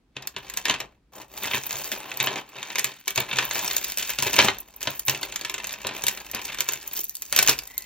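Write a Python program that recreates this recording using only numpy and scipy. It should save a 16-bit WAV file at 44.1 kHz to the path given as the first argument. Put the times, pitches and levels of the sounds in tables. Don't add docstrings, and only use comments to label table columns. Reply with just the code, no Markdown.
import sys
import numpy as np
from scipy import signal
from scipy.fft import rfft, irfft, next_fast_len
from scipy.io import wavfile
from scipy.ndimage import uniform_filter1d

SR = 44100
rng = np.random.default_rng(int(sys.argv[2]) if len(sys.argv) > 2 else 0)


def wrap_up_sound(samples):
    columns = np.atleast_2d(samples).T
    tamed = np.clip(columns, -1, 1)
    steps = np.round(tamed * 32767).astype(np.int16)
    wavfile.write(sys.argv[1], SR, steps)


N = 346532
TIME = np.arange(N) / SR
SIZE = next_fast_len(N + SR)
FREQS = np.maximum(np.arange(SIZE // 2 + 1) * SR / SIZE, 1)
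AGE = np.arange(SR // 20) / SR

# (time [s], relative level [dB])
LANDINGS = [(0.166, -50), (0.365, -48), (0.701, -37), (1.454, -41), (1.542, -40.5), (1.745, -46),
            (3.179, -34), (3.329, -41), (4.226, -38.5), (4.264, -39.5), (4.391, -30), (4.446, -30.5),
            (4.486, -38.5), (4.874, -38), (5.085, -37), (5.849, -41), (6.039, -42), (6.346, -43),
            (7.488, -35.5), (7.505, -48)]


def from_db(db):
    return 10 ** (np.asarray(db) / 20)


def unit(x):
    return x / np.sqrt(np.sum(x ** 2) + 1e-20)


def at_hz(points, hz):
    f, value = np.transpose(points)
    return np.interp(np.log(hz), np.log(f), value)


def band(x, low_hz, high_hz, order=2):
    edges = [low_hz, min(high_hz, .48 * SR)]
    return signal.sosfilt(signal.butter(order, edges, "band", fs=SR, output="sos"), x)


def lowpass(x, cutoff_hz):
    return signal.sosfilt(signal.butter(2, cutoff_hz, fs=SR, output="sos"), x)


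def resonance(x, hz, width_hz):
    r = np.exp(-np.pi * width_hz / SR)
    numerator = np.array([1, 0, -1]) * (1 - r * r) / 2
    denominator = [1, -2 * r * np.cos(2 * np.pi * hz / SR), r * r]
    return signal.lfilter(numerator, denominator, x)


def drift(rate):
    knots = rng.standard_normal(2000)
    return np.interp(TIME * rate, np.arange(len(knots)), knots)


def add(track, sound, s):
    i = int(np.clip(s * SR, 0, N - 1))
    track[i:i + len(sound)] += sound[:N - i]


def hush(apart_hz):
    # (frequency [Hz], relative density [dB])
    hush_colour = [(25, -29), (50, -8.5), (75, -17.5), (120, -15.5), (270, -13.5), (600, -29.5),
                   (1100, -33), (4000, -40.5), (14000, -56)]
    level_db = -66.5
    mid, side = rfft(rng.standard_normal((2, SIZE))) * from_db(at_hz(hush_colour, FREQS))
    side = side * FREQS / (FREQS + apart_hz)
    both = irfft(mid + side * [[1], [-1]], SIZE)[:, :N]
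    return from_db(level_db) * np.sqrt(2 * N) * unit(both)


def rumble(low_hz, high_hz):
    # (time [s], level [dB])
    swell = [(0, -70), (.6, -57), (1.1, -66), (1.8, -60), (2.6, -80), (3.5, -60), (4.4, -55), (4.8, -63.5),
             (5.8, -63), (6.5, -56), (7.1, -68), (7.5, -54), (7.86, -65)]
    noise = unit(band(rng.standard_normal(N), low_hz, high_hz)) * np.sqrt(N)
    return noise * from_db(np.interp(TIME, *np.transpose(swell)))


def room(first_echo_s, build_s):
    # (frequency [Hz], t60 [s])
    decay_times = [(100, .27), (300, .26), (700, .18), (1800, .15), (4800, .14), (13000, .08)]
    # (frequency [Hz], relative level [dB])
    reverb_levels = [(100, -9), (350, -6), (700, -3), (1200, -4), (2500, -7), (6000, -9), (14000, -13)]
    # (frequency [Hz], correlation)
    likeness = [(100, .97), (300, .8), (700, .2), (1200, .1), (2300, .6), (3500, .5), (6000, .1),
                (15000, 0)]
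    age = np.arange(SR * 2 // 3) / SR
    onset = 1 - np.exp(-np.maximum(age - first_echo_s, 0) / build_s)
    edges = np.geomspace(50, 18000, 14)
    out = np.zeros((2, len(age)))
    for low, high in zip(edges, edges[1:]):
        hz = np.sqrt(low * high)
        decay = onset * from_db(-60 * age / at_hz(decay_times, hz))
        noises = band(rng.standard_normal((2, len(age))), low, high, order=3)
        mid, side = [unit(noise * decay) for noise in noises]
        alike = np.clip(at_hz(likeness, hz), -1, 1)
        tail = np.sqrt(1 + alike) * mid + np.sqrt(1 - alike) * side * [[1], [-1]]
        out += from_db(at_hz(reverb_levels, hz)) * np.sqrt((high - low) / SR) * tail
    out[:, 0] += 1
    return rfft(out, SIZE)


def squeak(width_hz):
    # (time [s], pitch [Hz], relative level [dB])
    glide = [(7.665, 1930, -75), (7.68, 1960, -53.5), (7.72, 1980, -54.5), (7.76, 2070, -54.5),
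             (7.785, 2120, -54), (7.802, 2010, -54.5), (7.86, 2050, -55.5)]
    s, pitch_hz, level_db = np.transpose(glide)
    hz = np.interp(TIME, s, pitch_hz)
    db = np.interp(TIME, s, level_db)
    rough = lowpass(rng.standard_normal(N) + 1j * rng.standard_normal(N), width_hz / 2)
    tone = np.real(rough * np.exp(2j * np.pi * np.cumsum(hz) / SR))
    return unit(tone) * np.sqrt(N) * from_db(db) * (TIME > s[0])


def thumps(modes_hz, t60, soft_hz):
    age = np.arange(SR // 2) / SR
    out = np.zeros(N)
    mode_shares = rng.uniform(0.32, 1, (len(LANDINGS), len(modes_hz)))
    for (s, db), shares in zip(LANDINGS, mode_shares):
        swing = sum(share * np.sin(2 * np.pi * hz * age) for hz, share in zip(modes_hz, shares))
        add(out, from_db(db + 4.0) * swing * from_db(-60 * age / t60), s)
    return lowpass(out, soft_hz)


def table_top(force, ring_db, wander_db):
    # (frequency [Hz], relative level [dB], t60 [s])
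    board_modes = [(130, 0, .1), (205, -4, .04), (305, -5, .04), (385, -5, .04), (680, -9, .03),
                   (915, -8, .03), (1040, -8, .04), (1513, -6, .05)]
    age = np.arange(SR // 3) / SR
    out = force.copy()
    for k, (hz, db, t60) in enumerate(board_modes):
        mode = (-1) ** k * unit(np.sin(2 * np.pi * hz * age) * from_db(-60 * age / t60))
        push = force * from_db(ring_db + db + wander_db * drift(15))
        out += signal.oaconvolve(push, mode)[:N]
    return out


def clack_body(x, plain):
    # (frequency [Hz], width [Hz], gain [dB])
    body_peaks = [(2290, 254, -7), (2620, 150, -4), (3100, 207, -6), (3650, 97, -12)]
    return plain * x + sum(from_db(db) * resonance(x, hz, width) for hz, width, db in body_peaks)


def contacts(count, low_hz, high_hz, t60, snap, own_db=5, own_width=0.044):
    cluster = rng.standard_normal((count, len(AGE))) * from_db(-60 * AGE / t60)
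    cluster /= np.linalg.norm(cluster, axis=1, keepdims=True)
    cluster[:, 0] += snap * rng.choice([-1, 1], count)
    rings = band(cluster, low_hz, high_hz)
    own_hz = low_hz * (high_hz / low_hz) ** rng.random(count)
    for ring, hz in zip(rings, own_hz):
        ring += from_db(own_db) * resonance(ring, hz, hz * own_width)
    return rings / np.linalg.norm(rings, axis=1, keepdims=True)


def bead_tones(rings, low_hz, high_hz, cycles, tone_db, count):
    hz = low_hz * (high_hz / low_hz) ** rng.random((len(rings), count, 1))
    decay = from_db(-60 * AGE * hz / cycles)
    modes = np.sin(2 * np.pi * hz * AGE) * decay * rng.choice([-1, 1], hz.shape)
    tones = modes.sum(axis=1)
    return np.array([unit(ring + from_db(tone_db) * unit(tone)) for ring, tone in zip(rings, tones)])


def glint(bright_db, body_db, slope):
    return bright_db + slope * np.clip(bright_db - body_db, -6, 14)


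def strike(rings, times, levels_db, rebound_db, rebound_s):
    out = np.zeros(N)
    span_s = .01
    chance = rng.random((len(rings), 3))
    for k, (s, db) in enumerate(zip(times, levels_db)):
        size = from_db(db) * np.sqrt(SR * span_s)
        add(out, size * rings[k], s)
        for n, late in enumerate(np.cumsum(chance[k]) * rebound_s):
            add(out, size * from_db(rebound_db - 4.9 * n) * rings[k - n - 1], s + late)
    return out


def tings():
    # (time [s], relative level [dB])
    high_ticks = [(1.666, -25.5), (1.983, -37), (2.228, -26), (2.26, -25), (2.853, -32), (3.002, -47.5),
                  (3.202, -21.5), (3.452, -25.5), (4.225, -22), (4.603, -29), (4.763, -37), (4.904, -32),
                  (4.951, -38), (4.958, -37), (4.978, -40), (4.995, -28), (5.052, -35), (5.063, -30),
                  (5.072, -28), (5.111, -28), (5.253, -36), (6.7225, -29), (6.876, -31), (6.933, -26),
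                  (7.005, -25), (7.042, -23), (7.084, -39.5)]
    s, db = np.transpose(high_ticks)
    rings = contacts(len(s), low_hz=10100, high_hz=15400, t60=0.012, snap=0.26)
    return strike(rings, s, db - 3.0, rebound_db=-7, rebound_s=.005)


def jostle(level_db, per_s, spread_db, clump_db):
    busy = from_db((level_db - np.median(level_db)) / 4 + clump_db * drift(30))
    at = np.flatnonzero(rng.random(N) < per_s * np.clip(busy, .4, 2) / SR)
    return at, spread_db * np.minimum(rng.exponential(1, len(at)), 3.5)


def trickle(touches, rings, level_db, unlike_db, rub=.38):
    at, size_db = touches
    sizes = from_db(size_db + unlike_db * rng.standard_normal(len(at)))
    picks = rng.integers(0, len(rings), len(at))
    out = np.zeros(N)
    for i, size, pick in zip(at, sizes, picks):
        add(out, size * rings[pick], i / SR)
    out /= np.sqrt(uniform_filter1d(out ** 2, size=SR // 6) + 1e-9)
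    colour = np.sqrt(np.mean(np.abs(rfft(rings)) ** 2, axis=0))
    friction = signal.oaconvolve(rng.standard_normal(N), np.fft.fftshift(irfft(colour)), mode="same")
    return (out + rub * friction) * from_db(level_db)


def rustle_levels(hits):
    # (start [s], length [s], big beads midway [relative dB], swell over the stretch [dB],
    # small beads and links [dB re big beads], dragging on the table [dB re big beads])
    stretches = [(0.163, .11, -54.5, -3.5, -21, 8), (0.372, .23, -47, 7, 2.5, -0.5),
                 (0.655, .1, -39, 2.5, -15, -0.5), (0.8, .025, -51, -5, -17, 16.5),
                 (1.12, .11, -53, -2, 9, 10), (1.281, .14, -51, 19, 11.5, 5.5),
                 (1.415, .155, -36, 6, 7, -2), (1.58, 0.12, -45, -2, 10, -2), (1.68, .26, -40, -1, 9.5, 0),
                 (1.95, .23, -42, 2, 3.5, 2.5), (2.2, .18, -35, -2.5, 0.5, 4), (2.42, 0.14, -54, 9, 3.5, 1),
                 (2.534, .075, -42, 5, -2.5, 0), (2.63, .27, -42, 4, 3, -2.5),
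                 (2.899, 0.11, -52, 2.5, 4, -13), (3.16, 0.084, -36, -8, 1.5, 2.5),
                 (3.279, .16, -33.5, 5.5, 1.5, -2.5), (3.447, 0.087, -41, 13, 8.5, -4),
                 (3.544, 0.11, -31.5, -2, 7.5, -1.5), (3.66, .27, -37, -7.5, 8, -5),
                 (3.971, .16, -37, 1, 8.5, -8.5), (4.179, 0.098, -31.5, 8, 6, -3.5),
                 (4.312, .15, -29, 8, 4, -0.5), (4.57, 0.21, -59.5, 1, 8.5, 5.5),
                 (4.801, .18, -44.5, -7, 9, -0.5), (5.087, .2, -43, -5, 4.5, 3),
                 (5.28, .555, -45, 1, 3, -1), (5.845, 0.0656, -36, 0, -10, 2),
                 (5.927, 0.4, -43, -9, 5.5, 0), (6.331, .06, -34, -4.5, -3, -2),
                 (6.4, .07, -42, -2, 9, -1.5), (6.478, 0.075, -36, -10, -1, -7.5),
                 (6.561, .21, -42, 0, 5.5, -4), (6.789, .15, -46.5, 2.5, 8.5, -2),
                 (6.947, 0.042, -42.5, 0, 16.5, -2), (7.017, 0.283, -58, 8, 16.5, -5),
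                 (7.308, .2, -34, 7.5, 4.5, -3), (7.601, .26, -55, -3, 10, -0.5)]
    attack_s, release_db_per_s = .015, 250
    settle_db, settle_db_per_s = -14.5, 215
    settle_drag_db, settle_links_db = -4.5, 2
    settle_per_db, firm_db = 0.3, -22
    shift_db_per_s = 760.5
    t = TIME[::40]
    power = np.full((3, len(t)), 1e-10)
    for start, length, db, swell_db, links_db, drag_db in stretches:
        age = t - start
        swell = swell_db * (np.clip(age / length, 0, 1) - .5)
        held_db = db + swell - release_db_per_s * np.maximum(age - length, 0)
        layers_db = np.array([[drag_db], [0], [links_db]])
        power += (np.clip(age / attack_s, 0, 1) * from_db(held_db + layers_db)) ** 2
    for s, clack_db, tick_db in zip(*hits):
        layers_db = np.array([[clack_db + settle_drag_db], [clack_db], [tick_db + settle_links_db]])
        first_db = settle_db + settle_per_db * min(clack_db - firm_db, 0) + layers_db
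        fall_db = np.where(t > s, settle_db_per_s, shift_db_per_s) * np.abs(t - s)
        power += from_db(first_db - np.minimum(fall_db, 120)) ** 2
    return [np.interp(TIME, t, 10 * np.log10(p)) for p in power]


def rustling(hits):
    drag_db, beads_db, links_db = rustle_levels(hits)
    touches = jostle(beads_db, per_s=420, spread_db=3.6, clump_db=1.6)
    drag_rings = contacts(40, low_hz=80.6, high_hz=1362, t60=0.026, snap=0.32, own_db=2, own_width=0.21)
    bead_rings = contacts(60, low_hz=1290, high_hz=4600, t60=.021, snap=.15, own_db=9, own_width=.06)
    link_rings = contacts(50, low_hz=4300, high_hz=10300, t60=.012, snap=.35)
    glint_rings = contacts(40, low_hz=8600, high_hz=15500, t60=.01, snap=.4)
    glint_db = glint(links_db, beads_db, slope=0.66)
    drag = trickle(touches, drag_rings, drag_db - 8.0, unlike_db=2.5)
    beads = trickle(touches, bead_rings, beads_db - 3.5, unlike_db=0.0)
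    links = trickle(touches, link_rings, links_db - 8.5, unlike_db=7.0)
    glints = trickle(touches, glint_rings, glint_db - 13.0, unlike_db=6.5)
    return drag, beads, links + glints


def all_strikes():
    # (time [s], relative level [dB], brightness: tick over clack [dB]),
    # brightness is high for small beads and links
    bead_strikes = [(0.1666, -31.5, -9), (0.2237, -39, -1.5), (0.273, -27.5, 10), (0.3644, -27.5, -8.5),
                    (0.499, -32.5, 5.5), (0.538, -33, 5), (0.573, -22, 8.5), (0.6543, -20, -1),
                    (0.6833, -25, -3.5), (0.6965, -16.5, -5.5), (0.7091, -23.5, -3), (0.7407, -26.5, -7),
                    (0.803, -28.5, 1), (0.8147, -37.5, -9.5), (1.2165, -41.5, 1.5), (1.375, -38, -3),
                    (1.4252, -32.5, -16), (1.442, -29, -18), (1.46, -32, 7), (1.481, -31, -10),
                    (1.512, -26, -12.5), (1.535, -22.5, -19), (1.546, -24, -3), (1.571, -30.5, -12.5),
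                    (1.667, -38, -5), (1.708, -28, 1), (1.7555, -31, 6), (1.855, -36.5, 13),
                    (1.917, -24.5, 2), (1.925, -28.5, 2), (2.1157, -28.5, -16), (2.1727, -34.5, 19),
                    (2.2011, -20.5, -0.5), (2.208, -23.5, -6), (2.2265, -32, -4), (2.244, -31, 11),
                    (2.2722, -19, -15), (2.358, -30.5, -6), (2.3844, -32, -12), (2.6293, -30.5, -2),
                    (2.7027, -31, -6.5), (2.7566, -23.5, -0.5), (2.7832, -22, 1.5), (2.7934, -19.5, 8),
                    (2.8439, -18.5, 5.5), (3.079, -19.5, 6), (3.091, -39, 2), (3.106, -28, 4.5),
                    (3.159, -24.5, 7), (3.1768, -18.5, -1), (3.2037, -26, -4), (3.288, -38, -22),
                    (3.313, -26, -21), (3.33, -26.5, -8), (3.36, -31, -2), (3.3863, -14.5, -6),
                    (3.452, -40, 12), (3.5101, -24.5, -1.5), (3.711, -24.5, 4), (3.7662, -21.5, 13),
                    (3.7813, -26, 9), (3.844, -24.5, 9.5), (3.8994, -30, 8), (3.92, -31, 12),
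                    (3.9732, -23, 8.5), (3.9841, -25, 11), (3.9958, -29, 2.5), (4.0128, -35, -3),
                    (4.0277, -28.5, 3.5), (4.094, -25, 3), (4.1038, -31, 0), (4.1867, -21, 1.5),
                    (4.2243, -20, 8.5), (4.268, -25, -3), (4.331, -22, 9), (4.341, -23, 1),
                    (4.364, -19.5, 3), (4.389, -6.5, -7), (4.4005, -13, -19), (4.41, -26, -16),
                    (4.425, -25, 4), (4.447, -21.5, 5), (4.484, -13.5, -23), (4.585, -38.5, 20),
                    (4.8166, -36, 2), (4.829, -26.5, 8), (4.8727, -20, -9), (4.994, -28, 13),
                    (5.0821, -17, 3.5), (5.096, -17.5, 4.5), (5.148, -29, -4), (5.2128, -41, 22),
                    (5.2305, -23.5, 1.5), (5.323, -32.5, 2.5), (5.3597, -24, 5), (5.394, -40, -2),
                    (5.4115, -30.5, 4), (5.419, -40.5, 3), (5.4491, -26, 0.5), (5.497, -27.5, 1),
                    (5.5412, -26, 2), (5.5805, -31.5, -1), (5.6008, -35, -5), (5.643, -28.5, 2),
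                    (5.6703, -31.5, 8.5), (5.693, -32.5, 1), (5.708, -35, 3), (5.722, -37, 1),
                    (5.729, -36, 25), (5.738, -32, 2), (5.8477, -30.5, -26), (5.8691, -23.5, 3.5),
                    (5.8908, -31, -11), (6.038, -24, 8), (6.067, -18.5, 7), (6.0826, -16, 9),
                    (6.174, -33, 1), (6.3142, -35, 12), (6.348, -26.5, 9), (6.4538, -30, 12),
                    (6.48, -37, 2), (6.5255, -39.5, -4), (6.5459, -31.5, 2.5), (6.586, -28.5, 2.5),
                    (6.606, -18.5, 7.5), (6.688, -20, 6), (6.722, -35, 3), (6.7345, -25.5, 8),
                    (6.877, -38.5, 20), (6.933, -40, 6), (6.966, -34.5, 11), (7.005, -35, 15),
                    (7.0949, -34, 24), (7.1529, -31, 30), (7.2212, -30.5, 12), (7.3257, -18, 7.5),
                    (7.363, -15, 8.5), (7.3761, -21, 4), (7.389, -9, 4), (7.428, -16, 11.5),
                    (7.475, -14.5, 7.5), (7.484, -15.5, 3), (7.4934, -9.5, 8.5), (7.589, -25.5, 8),
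                    (7.6355, -42.5, 11.5), (7.6744, -39.5, 18.5), (7.7793, -27.5, 19),
                    (7.8218, -39.5, 19.5)]
    s, db, bright_db = np.transpose(bead_strikes)
    return s, db - np.maximum(bright_db, 0), db + np.minimum(bright_db, 0)


def strikes(s, clack_db, tick_db):
    landing_s, landing_db = np.transpose(LANDINGS)
    knock_s = np.r_[s, landing_s]
    bead_knock_db = clack_db - 19 + 0.044 * (tick_db - clack_db)
    knock_db = np.r_[bead_knock_db, landing_db + 3.5]
    glint_db = glint(tick_db, clack_db, slope=0.89)
    knock_rings = contacts(len(knock_s), low_hz=140, high_hz=1600, t60=.028, snap=.5, own_db=-2, own_width=.2)
    clack_rings = contacts(len(s), low_hz=1250, high_hz=4600, t60=.018, snap=.3)
    clack_rings = bead_tones(clack_rings, low_hz=1400, high_hz=4200, cycles=130, tone_db=-6.5, count=5)
    tick_rings = contacts(len(s), low_hz=4260, high_hz=9430, t60=0.026, snap=0.3)
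    glint_rings = contacts(len(s), low_hz=10050, high_hz=13500, t60=0.0052, snap=0.79)
    knocks = strike(knock_rings, knock_s, knock_db, rebound_db=-14.5, rebound_s=0.0085)
    clacks = strike(clack_rings, s, clack_db - 3.5, rebound_db=-8.0, rebound_s=0.009)
    ticks = strike(tick_rings, s, tick_db - 3.5, rebound_db=-34.0, rebound_s=0.036)
    glints = strike(glint_rings, s, glint_db - 8.5, rebound_db=-19.0, rebound_s=0.0031)
    return knocks, clacks, ticks + glints


def jewellery():
    hits = all_strikes()
    knocks, clacks, ticks = strikes(*hits)
    drag, beads, links = rustling(hits)
    board = table_top(knocks, ring_db=-15, wander_db=3)
    thuds = thumps(modes_hz=[85, 103, 130], t60=.13, soft_hz=221)
    return board + drag + thuds + clack_body(clacks + beads, plain=0.84) + ticks + links + tings()


def scattered(x, lag_samples):
    return x + lag_samples * drift(100) * np.gradient(x) * [[1], [-1]]


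def scene():
    # (frequency [Hz], gain [dB])
    heap_colour = [(40, -32.5), (100, -1.5), (135, 0.5), (170, -8.5), (205, 1), (260, -0.5), (380, 2.5),
                   (520, 1.5), (750, 4), (1050, 4.5), (1300, -1), (2500, 1), (4000, 1), (5100, -3),
                   (6800, 3), (10500, -9.5), (14000, 4), (16000, -2.5)]
    # (frequency [Hz], phase lead of left over right [rad])
    left_lead = [(50, 0), (350, 0), (800, -.6), (1100, -.2), (1550, 0), (2580, .6), (4000, .3), (5000, 1.9),
                 (6000, 1.6), (7750, 2.7), (11600, 3.3), (14200, 4.6), (16000, 5.6)]
    # (frequency [Hz], left minus right [dB])
    left_balance = [(130, 0), (400, 3.5), (750, 2), (1050, 5), (1700, 0), (16000, 0)]
    heap = scattered(jewellery(), lag_samples=0.15) + squeak(width_hz=150)
    source = rfft(heap, SIZE) * from_db(at_hz(heap_colour, FREQS))
    sides = np.array([[.5], [-.5]])
    microphones = from_db(sides * at_hz(left_balance, FREQS)) * np.exp(1j * sides * at_hz(left_lead, FREQS))
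    heard = irfft(source * microphones * room(first_echo_s=0.00057, build_s=.0002), SIZE)[:, :N]
    return heard + hush(apart_hz=800) + rumble(low_hz=40.7, high_hz=61.0)


def record(dry):
    rounded = 1.2 * np.tanh(dry / 1.2)
    return signal.sosfilt(signal.ellip(10, .1, 70, 16000, fs=SR, output="sos"), rounded)


dry = scene()
out = record(dry)
wrap_up_sound(out)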